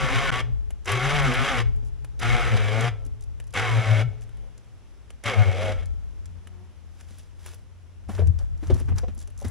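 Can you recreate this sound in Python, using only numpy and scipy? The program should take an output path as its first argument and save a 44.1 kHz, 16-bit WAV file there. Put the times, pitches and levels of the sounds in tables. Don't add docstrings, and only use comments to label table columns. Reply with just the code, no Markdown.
import sys
import numpy as np
from scipy import signal
from scipy.fft import rfft, irfft, next_fast_len
from scipy.io import wavfile
from scipy.ndimage import uniform_filter1d

SR = 44100
rng = np.random.default_rng(int(sys.argv[2]) if len(sys.argv) > 2 else 0)


def wav_out(sig):
    wavfile.write(sys.argv[1], SR, np.round(np.clip(np.atleast_2d(sig).T, -1, 1) * 32767).astype(np.int16))


def nominal_scale(level):
    x = np.asarray(level, float) / 20
    return 10 ** x


N = 419214
T = np.arange(N) / SR
SLOW = np.arange(0, N + 32, 32) / SR


def unit(x):
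    return x / np.sqrt(np.mean(x ** 2))


def noise():
    return rng.standard_normal(N)


def band(x, lo_hz, hi_hz):
    return signal.sosfilt(signal.butter(2, [lo_hz, hi_hz], "bandpass", fs=SR, output="sos"), x)


def colour(x, points):
    hz, db = np.transpose(points)
    size = next_fast_len(N)
    f = np.log(np.arange(size // 2 + 1) * SR / size + 1)
    return irfft(rfft(x, size) * nominal_scale(np.interp(f, np.log(hz), db)), size)[..., :N]


def ring(x, hz, t60):
    r = np.exp(-np.log(1000) / (t60 * SR))
    turn = 2 * np.pi * hz / SR
    return np.sqrt(4 * (1 - r)) * signal.lfilter([np.sin(turn)], [1, -2 * r * np.cos(turn), r * r], x)


def decaying_modes(modes, t):
    return sum(nominal_scale(db - 60 * t / t60) * np.sin(2 * np.pi * hz * t) for hz, t60, db in modes)


def walk(rate):
    k = int(SR / rate)
    held = np.repeat(rng.standard_normal(N // k + 1), k)[:N]
    return unit(uniform_filter1d(uniform_filter1d(held, k), k))


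def curves(tables):
    s, *columns = np.concatenate(tables).T
    return [np.interp(T, s, c) for c in columns]


def swell(s, db, rise_s, fall_s):
    return nominal_scale(db - 30 * np.maximum((s - SLOW) / rise_s, (SLOW - s) / fall_s))


def summed(gains):
    return np.interp(T, SLOW, np.sqrt(sum(g ** 2 for g in gains)))


def strike(events, burst):
    out, t = np.zeros(N + SR), np.arange(SR // 8) / SR
    for row in events:
        i = int(row[0] * SR)
        out[i:i + len(t)] += nominal_scale(row[1]) * burst(row, t)
    return out[:N]


def crack(row, t):
    hz, body_db = row[2:]
    snap = rng.standard_normal(len(t)) * (np.exp(-t / 0.0034) + 0.16 * np.exp(-t / 0.0093))
    bright = band(band(snap, 0.3 * hz, min(1.27 * hz, 16000)), 0.72 * hz, 20000)
    body = band(snap, 230, 3260) + 0.66 * band(snap, 360, 810)
    return 1.15 * bright + nominal_scale(min(body_db, 6) + 0.5) * body


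# motor_on_s, motor_off_s, free_whirr_db, coast_s, frame_decay_db_per_s
PULLS = [
    (-.1, 0.403, -30.5, 0.14, 48),
    (0.8571, 1.613, -30, 0.079, 28),
    (2.197, 2.883, -30, 0.15, 12.5),
    (3.538, 4.02, -30.5, 0.44, 22),
    (5.238, 5.723, -33, 0.16, 3.5),
]


def shaft(pulls):
    nexts = [rows[0][0] for rows in pulls[1:]] + [T[-1]]
    parts = []
    for rows, pull, upto in zip(pulls, PULLS, nexts):
        last_s, last_hz, last_db = rows[-1]
        parts += [rows, [(upto - .02, last_hz, last_db - pull[4] * (upto - last_s))]]
    return curves(parts)


def motor(on_s, off_s, db, coast_s):
    engage_db, spin_up_s = -15.5, 0.025
    inrush_db, inrush_s = 3, 0.075
    cut_db, cut_s, coast_db, coast_growl_db = -26.5, 0.029, -37, 12
    times = [on_s - .016, on_s, on_s + spin_up_s, on_s + spin_up_s + inrush_s,
             off_s, off_s + cut_s, off_s + cut_s + coast_s, off_s + 1.7]
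    shape_db = np.interp(SLOW, times, [-60, engage_db, inrush_db, 0, 0, cut_db, coast_db, -120])
    extra_db = coast_growl_db * np.interp(SLOW, times[4:6], [0, 1]) * np.array([[0], [1]])
    return (SLOW > times[0]) * nominal_scale(db + shape_db + extra_db)


# loudest_s, level_db, half_length_s, times_shaft_speed
GROANS = [(0.071, -40, .2, 9), (.22, -39.5, 0.28, 7.8), (0.2, -41, 0.13, 5.1), (.13, -39, 0.053, 2),
          (0.36, -38, .11, 9), (.27, -36.5, 0.11, 11), (.03, -38, 0.15, 4.2), (0.938, -38, 0.13, 3.2),
          (1.1, -41.5, 0.31, 4.2), (1.14, -38.5, 0.31, 3), (1.261, -36.5, .2, 10), (0.94, -40, .15, 9),
          (1.533, -38, .15, 9), (1.377, -42, 0.18, 5.4), (1.3, -29, 0.059, 2.04), (1.415, -35, 0.04, 1.92),
          (1.545, -36, 0.078, 1.97), (1.56, -40.5, .3, 4.1), (2.29, -45.5, 0.33, 6.1),
          (2.423, -39, 0.19, 10.9), (2.65, -45, .3, 6.3), (2.67, -44.5, 0.52, 4.24),
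          (3.6, -41.5, 0.23, 3.63), (3.7, -39.5, 0.14, 8.6), (3.93, -41, 0.21, 7), (3.94, -40, 0.34, 5.83),
          (3.971, -40.5, 0.25, 5.2), (3.95, -47, .2, 14), (5.29, -36, .12, 3.96), (5.4, -41, 0.21, 5.8),
          (5.67, -36, 0.25, 5.1), (5.64, -37, .25, 6), (6, -43, 0.13, 6.5)]
# loudest_s, level_db, rise_s, fall_s
WHINE = [(.2, -37, .9, 0.83), (1.05, -36.5, 0.63, 1.8), (1.55, -39, 0.52, .25), (2.31, -28, 0.12, 0.34),
         (2.85, -38, 0.49, .15), (3.58, -35, .1, .35), (3.87, -35.5, .25, .3), (3.98, -36.5, 0.19, 0.23),
         (5.3, -39, 0.11, 0.48), (5.5, -42, 0.45, 0.43), (5.67, -42, .3, 0.21)]


def singing(turns):
    out = unit(ring(noise(), 2196, 0.085)) * summed(swell(*row) for row in WHINE)
    for s, db, half_s, times in GROANS:
        near = slice(int(max(s - half_s, 0) * SR), int((s + half_s) * SR))
        gain = nominal_scale(db + 3 - 30 * ((T[near] - s) / half_s) ** 2)
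        out[near] += gain * np.sin(2 * np.pi * times * turns[near])
    return out


# time_s, turns_hz, unbalance_db
SHAFT = [
    [(0, 129.8, -33), (.06, 121.8, -29), (.15, 135.1, -34), (.3, 136.7, -35), (.335, 125.9, -29),
     (.4, 127.7, -33), (.52, 112.7, -34.5), (.59, 111.6, -54)],
    [(.86, 110, -48), (.9, 132.7, -35), (.97, 122.1, -30), (1.16, 146.9, -35), (1.31, 121.9, -29),
     (1.39, 135, -25), (1.5, 140, -34), (1.58, 118.8, -29), (1.75, 117.2, -41)],
    [(2.2, 116.6, -58), (2.25, 116.9, -28), (2.35, 123.1, -34), (2.4, 119.7, -28), (2.49, 115.6, -30),
     (2.546, 103.7, -27), (2.7, 104.1, -28), (2.86, 118.2, -23), (3.01, 107.9, -55)],
    [(3.54, 144, -46), (3.63, 125.3, -30), (3.79, 107.3, -29), (3.835, 109.9, -42), (3.916, 107.8, -29),
     (4.04, 108.7, -32), (4.11, 109.1, -36)],
    [(5.232, 151.1, -57), (5.29, 145.9, -31), (5.365, 107.7, -21), (5.41, 104.2, -11), (5.445, 97.25, -13),
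     (5.474, 92.4, -11), (5.55, 93.8, -33), (5.63, 107, -41), (5.8, 101.9, -46)],
]
# pitch_hz, level_db_per_hz
GEARS = [(100, -41), (170, -3), (250, 1), (310, -9.5), (450, 6.5), (750, 7), (930, 6), (1300, 11),
         (1700, 5.5), (2200, 7.5), (3200, 1), (4200, -3.5), (8000, -15), (16000, -25.5)]
# pitch_hz, t60_s, level_db
HOUSING = [(555, 0.11, -19), (742, 0.021, -4.5), (1242, 0.12, -17), (1345, 0.18, -12.5), (1800, 0.099, -14),
           (2203, 0.14, -12), (2293, 0.14, -15), (2745, 0.11, -37), (3400, 0.054, -14),
           (3190, 0.076, -15.5), (3890, 0.007, -15), (4960, 0.07, -23), (6300, 0.019, -26),
           (7610, 0.014, -27)]


def winch():
    free_hz, wobble = 130, .014
    whirr_db_per_oct, growl_db, growl_db_per_oct = 15.5, -5, 24.5
    beat_db_per_shake_db = 0.36
    creep = (5.55, 5.835, -46, .04)
    hz, shake_db = shaft(SHAFT)
    octaves = np.log2(hz / free_hz)
    gains = sum(motor(*pull[:4]) for pull in list(PULLS) + [creep])
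    whirr, growl = (np.interp(T, SLOW, gain) for gain in gains)
    low_db = growl_db - growl_db_per_oct * octaves + 2.9 * walk(14)
    coast = growl / (whirr + 1e-12)
    hunting = wobble * np.clip(2 + 6 * octaves, 0, 1) * walk(14)
    turns = np.cumsum(hz * (1 + .006 * walk(60) + hunting)) / SR
    beats = unit(np.diff(np.floor(turns), prepend=0.))
    meshes = rng.standard_normal((4, 330)) / np.sqrt(330)
    shares = np.array([walk(18) for _ in meshes])
    shares = shares / np.linalg.norm(shares, axis=0)
    beats = sum(share * signal.fftconvolve(beats, mesh)[:N] for share, mesh in zip(shares, meshes))
    rasp = noise() * (1 + 0.11 * np.cos(2 * np.pi * turns)) * nominal_scale(2.0 * walk(400) + 0.54 * walk(41))
    drive = rasp + 1.35 * nominal_scale(beat_db_per_shake_db * (shake_db + 30)) * band(beats, 300, 1900)
    drive = drive * whirr * nominal_scale(whirr_db_per_oct * octaves)
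    gears = colour(drive, GEARS)
    gears = gears * np.std(drive) / np.std(band(gears, 725, 6000))
    body = nominal_scale(-5.5) * sum(nominal_scale(db) * ring(drive, mode_hz, t60) for mode_hz, t60, db in HOUSING)
    growling = coast * nominal_scale(low_db + 2.0) * band(gears, 103, 556)
    return nominal_scale(1.0) * band(gears, 950, 10600) + growling + body + singing(turns) * np.minimum(whirr * nominal_scale(34), 1)


# time_s, pitch_hz, level_db
SHAKE = [
    [(0.0, 131.6, -34), (0.044, 128, -27.5), (0.102, 109, -48), (0.164, 120, -25), (0.212, 135.5, -35),
     (0.32, 134.2, -31.5), (0.386, 117, -36.5), (0.482, 118.6, -33.5), (0.59, 113.7, -51)],
    [(0.86, 88.3, -47), (0.936, 108.5, -30), (1.15, 147.2, -35), (1.248, 141.2, -32), (1.392, 118.6, -28.5),
     (1.44, 136, -29.5), (1.52, 134.9, -39), (1.586, 114.6, -26), (1.75, 118.2, -43.5)],
    [(2.2, 116.7, -52), (2.248, 114.5, -31), (2.356, 117.5, -23.5), (2.38, 117, -47), (2.49, 117.3, -30.5),
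     (2.556, 103.7, -20.5), (2.7, 104, -29.5), (2.846, 116.1, -27), (3.01, 110, -48.5)],
    [(3.54, 107, -56), (3.574, 105.9, -36), (3.648, 124, -36.5), (3.69, 114.2, -33), (3.794, 111.4, -21),
     (3.836, 110.9, -36.5), (3.922, 112, -18), (4.05, 109.5, -28), (4.13, 109.1, -44.5)],
    [(5.235, 105.5, -74), (5.259, 105.9, -34), (5.331, 107.3, -39), (5.391, 105.9, -17.5),
     (5.493, 93.4, -20.5), (5.517, 89.4, -34), (5.673, 104.4, -35.5), (5.815, 87.16, -39),
     (5.93, 87.5, -46.5)],
]
# lull_s, level_db, half_width_s
LULLS = [(.27, -6, 0.028), (.375, -5, .02), (1.0, -7, 0.026), (1.11, -5, .02), (1.345, -12, 0.024),
         (1.5, -5, 0.043), (2.575, -10, .015), (5.444, -12, .015)]
# time_s, level_db
SHOVES = [
    [(8.04, -82), (8.084, -37), (8.18, -37), (8.202, -25), (8.302, -25), (8.32, -32), (8.456, -45),
     (8.58, -47.5)],
    [(8.6, -51), (8.732, -18.5), (8.794, -30), (8.882, -36.5), (8.916, -27), (9.0, -36), (9.028, -45),
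     (9.1, -43)],
    [(9.12, -48), (9.136, -51), (9.24, -44.5), (9.268, -56), (9.284, -52), (9.426, -51), (9.466, -32.5),
     (9.505, -40)],
]


def frame():
    shove_from_s, shove_hz = 8.04, 84
    flutter_db, steady_hz, overtone_db = 2, 110, -24.5
    hz, db = shaft(SHAKE)
    shoved = T > shove_from_s
    hz = np.where(shoved, shove_hz * (1 + 0.0547 * walk(8)), hz)
    lull_db = sum(dip_db * np.exp(-((T - s) / half_s) ** 2) for s, dip_db, half_s in LULLS)
    level_db = np.where(shoved, curves(SHOVES)[0] - 0.1, db + lull_db)
    depth_db = 2.5 + flutter_db * np.clip((hz - steady_hz) / 30, 0, 1)
    gain = nominal_scale(level_db + depth_db * np.minimum(walk(30), .2))
    turn = 2 * np.pi * np.cumsum(hz * (1 + 0.04636 * walk(40))) / SR
    overtone = nominal_scale(overtone_db + 4 * walk(15)) * np.sin(2 * turn)
    left = nominal_scale(4.0 + .8 * walk(20)) * (np.sin(turn) + overtone)
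    right = nominal_scale(-3.0 + 2.4 * walk(6)) * np.sin(turn - 1.9 + 1.13 * walk(7))
    left_jolt = unit(band(band(noise(), 54, 123), 54, 123))
    right_jolt = 0.39 * unit(band(noise(), 65, 126))
    jolt = shoved * nominal_scale(-2.0) * np.array([left_jolt, right_jolt])
    return gain * nominal_scale(6.5) * (np.array([left, right]) + jolt)


# pitch_hz, level_db_per_hz
WOOD = [(35, -29), (60, 9), (130, -4.5), (165, -7), (600, -16.5), (1400, -21.5), (3300, -26.5),
        (8000, -33.5), (16000, -46.5)]
# pitch_hz, side_minus_mid_db
WOOD_SIDE = [(60, 3), (110, 2), (200, -2), (380, -6), (1290, -7), (2380, -6), (4400, -4), (8120, -2),
             (15000, 0)]
# strongest_s, level_db
GUSTS = [(0, -34), (0.501, -37), (1.15, -31.5), (1.67, -33.5), (2.3, -32), (2.91, -34), (3.6, -41),
         (4.1, -38.5), (5.8, -36), (8.31, -34), (8.9, -31.5), (9.5, -45)]


def background():
    wood_db, calm_db, gust_rise_s, gust_fall_s = -63, -56, 0.48, 0.99
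    mid = colour(noise(), WOOD)
    side = colour(np.roll(mid, N // 2), WOOD_SIDE)
    hiss = nominal_scale(wood_db + walk(1)) / np.std(band(mid, 200, 16000)) * np.array([mid + side, mid - side])
    gain = summed([nominal_scale(calm_db)] + [swell(*row, gust_rise_s, gust_fall_s) for row in GUSTS])
    own, opposite = (unit(band(noise(), 29, 62)) * gain * nominal_scale(2.0 * walk(6)) for _ in range(2))
    return hiss + nominal_scale(-9.0) * own + nominal_scale(8.0) * opposite * np.array([[1.22], [-.78]])


# pitch_hz, t60_s, level_db
CABLE = [(420, 2.43, 1), (432, 1.2, -7), (850, 3.6, -12.5)]
# pitch_hz, t60_s
ARCH = [(1330, 0.62), (2205, .5)]
# cable_db, lower_arch_db, upper_arch_db
STOPS = [
    (-58, -70, -68),
    (-53.5, -62, -52),
    (-59, -52, -60),
    (-59.5, -68, -53.5),
    (-62.5, -52, -55),
]


def cable():
    out = 0
    for pull, (db, *arch_db) in zip(PULLS, STOPS):
        t = np.maximum(T - pull[1], 0)
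        modes = [(hz, t60, db + mode_db) for hz, t60, mode_db in CABLE]
        modes += [(*mode, hit_db) for mode, hit_db in zip(ARCH, arch_db)]
        out = out + decaying_modes(modes, t)
    return out * nominal_scale(2 * walk(20))


# start_s, level_db
SWITCH = [
    (0.7059, -40.5),
    (2.0459, -40.5),
    (3.4004, -40.5),
    (4.2925, -54.5),
    (4.371, -53.5),
    (4.645, -61),
    (5.1042, -42),
    (6.4721, -43.5),
]
# pitch_hz, t60_s, level_db
SWITCH_MODES = [(1780, .025, -13), (2990, 0.031, -8.5), (7210, .015, -12)]


def relay():
    contactor = (-31.5, 6420, -1)
    rows = [(pull[0], *contactor) for pull in PULLS[1:]]
    rows += [(*row, 7340, 4) for row in SWITCH]  # Hz, body dB
    return strike(rows, crack) + strike(SWITCH, lambda row, t: decaying_modes(SWITCH_MODES, t))


# start_s, level_db, pitch_hz
STRANDS = [(.8464, -46, 6564), (.854, -46, 5224), (.918, -24.5, 9430), (1.231, -39, 10000),
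           (1.341, -34.5, 9000), (1.762, -54, 7963), (1.832, -60, 5240), (2.192, -36, 4090),
           (2.8082, -27, 6180), (3.44, -51, 6385), (3.4692, -51, 8174), (3.5065, -49, 7000),
           (3.527, -44, 5200), (3.477, -51, 6200), (3.54, -33, 5000), (5.735, -48, 6975), (4.22, -46, 2497),
           (4.578, -43.5, 5980), (5.8573, -41.5, 6050), (6.257, -40.5, 6226)]
# start_s, level_db, clicks, spacing_s
TRILLS = [
    (1.849, -54.5, 5, 0.0087),
    (3.051, -45.5, 2, 0.013),
    (3.209, -46, 3, 0.014),
    (4.21, -49.5, 4, .0085),
    (9.178, -42, 5, .012),
    (9.377, -42.5, 5, 0.012),
]


def strands():
    rows = [(s + k * gap, db, 7000., -25.) for s, db, count, gap in TRILLS for k in range(round(count))]
    return strike(rows + [(*row, -7) for row in STRANDS], crack)


# start_s, level_db, pitch_hz, crunch_db
KNOCKS = [(1.825, -44.5, 256.4, -9), (3.059, -43.5, 277, -6), (7.103, -45.5, 208, -4),
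          (8.09, -26, 208.9, -17), (8.189, -22.5, 426.4, -11), (8.409, -44, 560, -18),
          (8.626, -30.5, 307, -12), (8.699, -16.5, 377.6, -14), (8.712, -23.5, 255, -20),
          (8.805, -32, 256, -7), (8.885, -34, 279, -9), (8.916, -31, 206, -19), (8.215, -29.5, 475, -18),
          (8.745, -30, 248, -25), (9.04, -35, 520, -21), (9.28, -50, 420, -10), (9.03, -28.5, 491, -20),
          (9.08, -30, 203, -8), (9.169, -42.5, 233, -20), (9.417, -36.5, 570, -15),
          (9.446, -26.5, 237, -23)]


def knocks():
    def burst(row, t):
        hz, crunch_db = row[2:]
        fade = np.exp(-t / 0.0094) * (1 - np.exp(-t / 0.0031))
        modes = np.sin(2 * np.pi * hz * t) + 0.47 * np.sin(2 * np.pi * 1.4 * hz * t)
        chance = rng.standard_normal(len(t))
        thud = modes + 2.2 * band(chance, 120, 800)
        return fade * (nominal_scale(2.5) * thud + nominal_scale(min(crunch_db, -6) + 3.0) * band(chance, 880, 3200))
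    return strike(KNOCKS, burst)


def creak():
    loudest_s, level_db, rise_s, fall_s = 6.63, -62, .5, .12
    hz = np.interp(T, [loudest_s - rise_s / 2, loudest_s], (188, 181))
    slip = 2 * np.pi * np.cumsum(hz * (1 + .012 * walk(60))) / SR
    stack = [(1, 7.5), (2, 2.5), (3, -12), (4, -4), (5, -4), (6, -7)]  # multiple, dB
    tone = sum(nominal_scale(db) * np.sin(k * slip) for k, db in stack)
    return summed([swell(loudest_s, level_db, rise_s, fall_s)]) * tone


# loudest_s, level_db, rise_s, fall_s, scrape_below_1500_hz_db
RUSTLE = [(7.02, -59, 0.32, 0.61, -6.5), (7.008, -46.5, .05, 0.041, -4), (7.1, -50.5, 0.073, 0.14, -10),
          (7.187, -49, 0.067, 0.14, -11), (7.472, -43.5, 0.13, 0.19, -4.5),
          (8.094, -42.5, 0.018, 0.28, 3.5), (8.181, -48, 0.0091, 0.1, 12), (8.2, -63, 0.03, 0.13, 6),
          (8.386, -52, 0.012, 0.14, 3), (8.64, -48.5, 0.063, 0.46, 2.5), (8.79, -48.5, 0.23, 0.16, -1),
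          (8.885, -49.5, 0.011, 0.12, 11), (8.985, -42, 0.045, 0.062, 5), (9.084, -54.5, 0.013, 0.1, 7.5),
          (9.216, -48.5, 0.077, 0.06, -5), (9.45, -41, 0.016, 0.11, -1.5), (9.506, -49, .25, 0.11, 4)]
# pitch_hz, level_db_per_hz
LEAVES = [(600, -40), (1500, -2), (3400, 2.5), (8000, -1.5), (16000, -13.5)]


def rustle():
    gain = summed(swell(*row[:4]) for row in RUSTLE)
    scrape = summed(swell(*row[:4]) * nominal_scale(row[4]) for row in RUSTLE)
    sizes = np.minimum(rng.exponential(size=N // 60 + 1), 3.5).repeat(60)[:N]
    grains = noise() * nominal_scale(2.6 * sizes + 1.5 * walk(70))
    return nominal_scale(-5.5) * (gain * unit(colour(grains, LEAVES)) + scrape * unit(band(grains, 120, 1760)))


# start_s, level_db, pitch_hz, body_db
TWIGS = [(7.009, -45, 5655, 1), (7.1846, -46, 9700, -5), (7.4614, -37.5, 10000, 2),
         (7.5435, -44, 11370, -22), (8.0865, -51, 4970, 0), (8.151, -39, 4020, 7),
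         (8.2721, -37.5, 6300, -4), (8.3889, -38, 5270, -16), (8.5754, -50, 5500, -21),
         (8.671, -40, 4960, -17), (8.705, -38, 4870, 8), (8.7425, -35, 5626, -15), (8.7999, -40, 9810, -7),
         (8.961, -44, 5510, -14), (8.9835, -27, 5350, -14), (9.04, -51, 3800, -20), (8.889, -49, 3200, -2),
         (9.1476, -47.5, 10650, -11), (9.2748, -41.5, 6780, -7), (9.3018, -53, 9800, 0),
         (9.4823, -37, 9320, -15)]


def twigs():
    return strike(TWIGS, crack)


# pitch_hz, side_minus_mid_db
PORTS = [(60, 0), (200, -1), (330, -8), (500, -21), (1290, -24), (2380, -21), (4400, -13), (8120, -5),
         (15000, -6)]


def ports(mid):
    t = np.arange(400) / SR
    smear = rng.standard_normal(400) * np.exp(-t / 0.006)
    side = colour(signal.fftconvolve(mid, smear / np.linalg.norm(smear))[:N], PORTS)
    side = side + colour(mid, [(250, -6), (350, -9), (500, -30)])
    return np.array([mid + side, mid - side])


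def scene():
    trees_t60_s, trees_db = 0.33, -21.5
    air = winch() + cable() + relay() + strands() + knocks() + creak() + rustle() + twigs()
    t = np.arange(SR) / SR
    tail = band(rng.standard_normal(SR), 140, 7500) * np.exp(-np.log(1000) * t / trees_t60_s) * (t > .015)
    echo = nominal_scale(trees_db) * signal.fftconvolve(air, tail / np.linalg.norm(tail))[:N]
    return ports(air + echo) + frame() + background()


def top_cut(x):
    return signal.sosfilt(signal.butter(12, 16470, fs=SR, output="sos"), x)


# pitch_hz, level_db
MIC = [(3500, 0.5), (4400, -3), (4960, 0), (5400, 1), (6050, 2.5), (6700, -2.5), (7250, 1), (8600, -4.5),
       (9800, 4), (11300, 1), (12400, -8.5), (14000, -8), (15600, -1), (16400, -45)]


def record(dry):
    dropout_s, dropout_db = (.3045, .3055, .3145, .323), -30
    gap = np.interp(T, dropout_s, [1, nominal_scale(dropout_db), nominal_scale(dropout_db), 1])
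    return top_cut(colour(dry, MIC) * gap)


dry = scene()
out = record(dry)
wav_out(out)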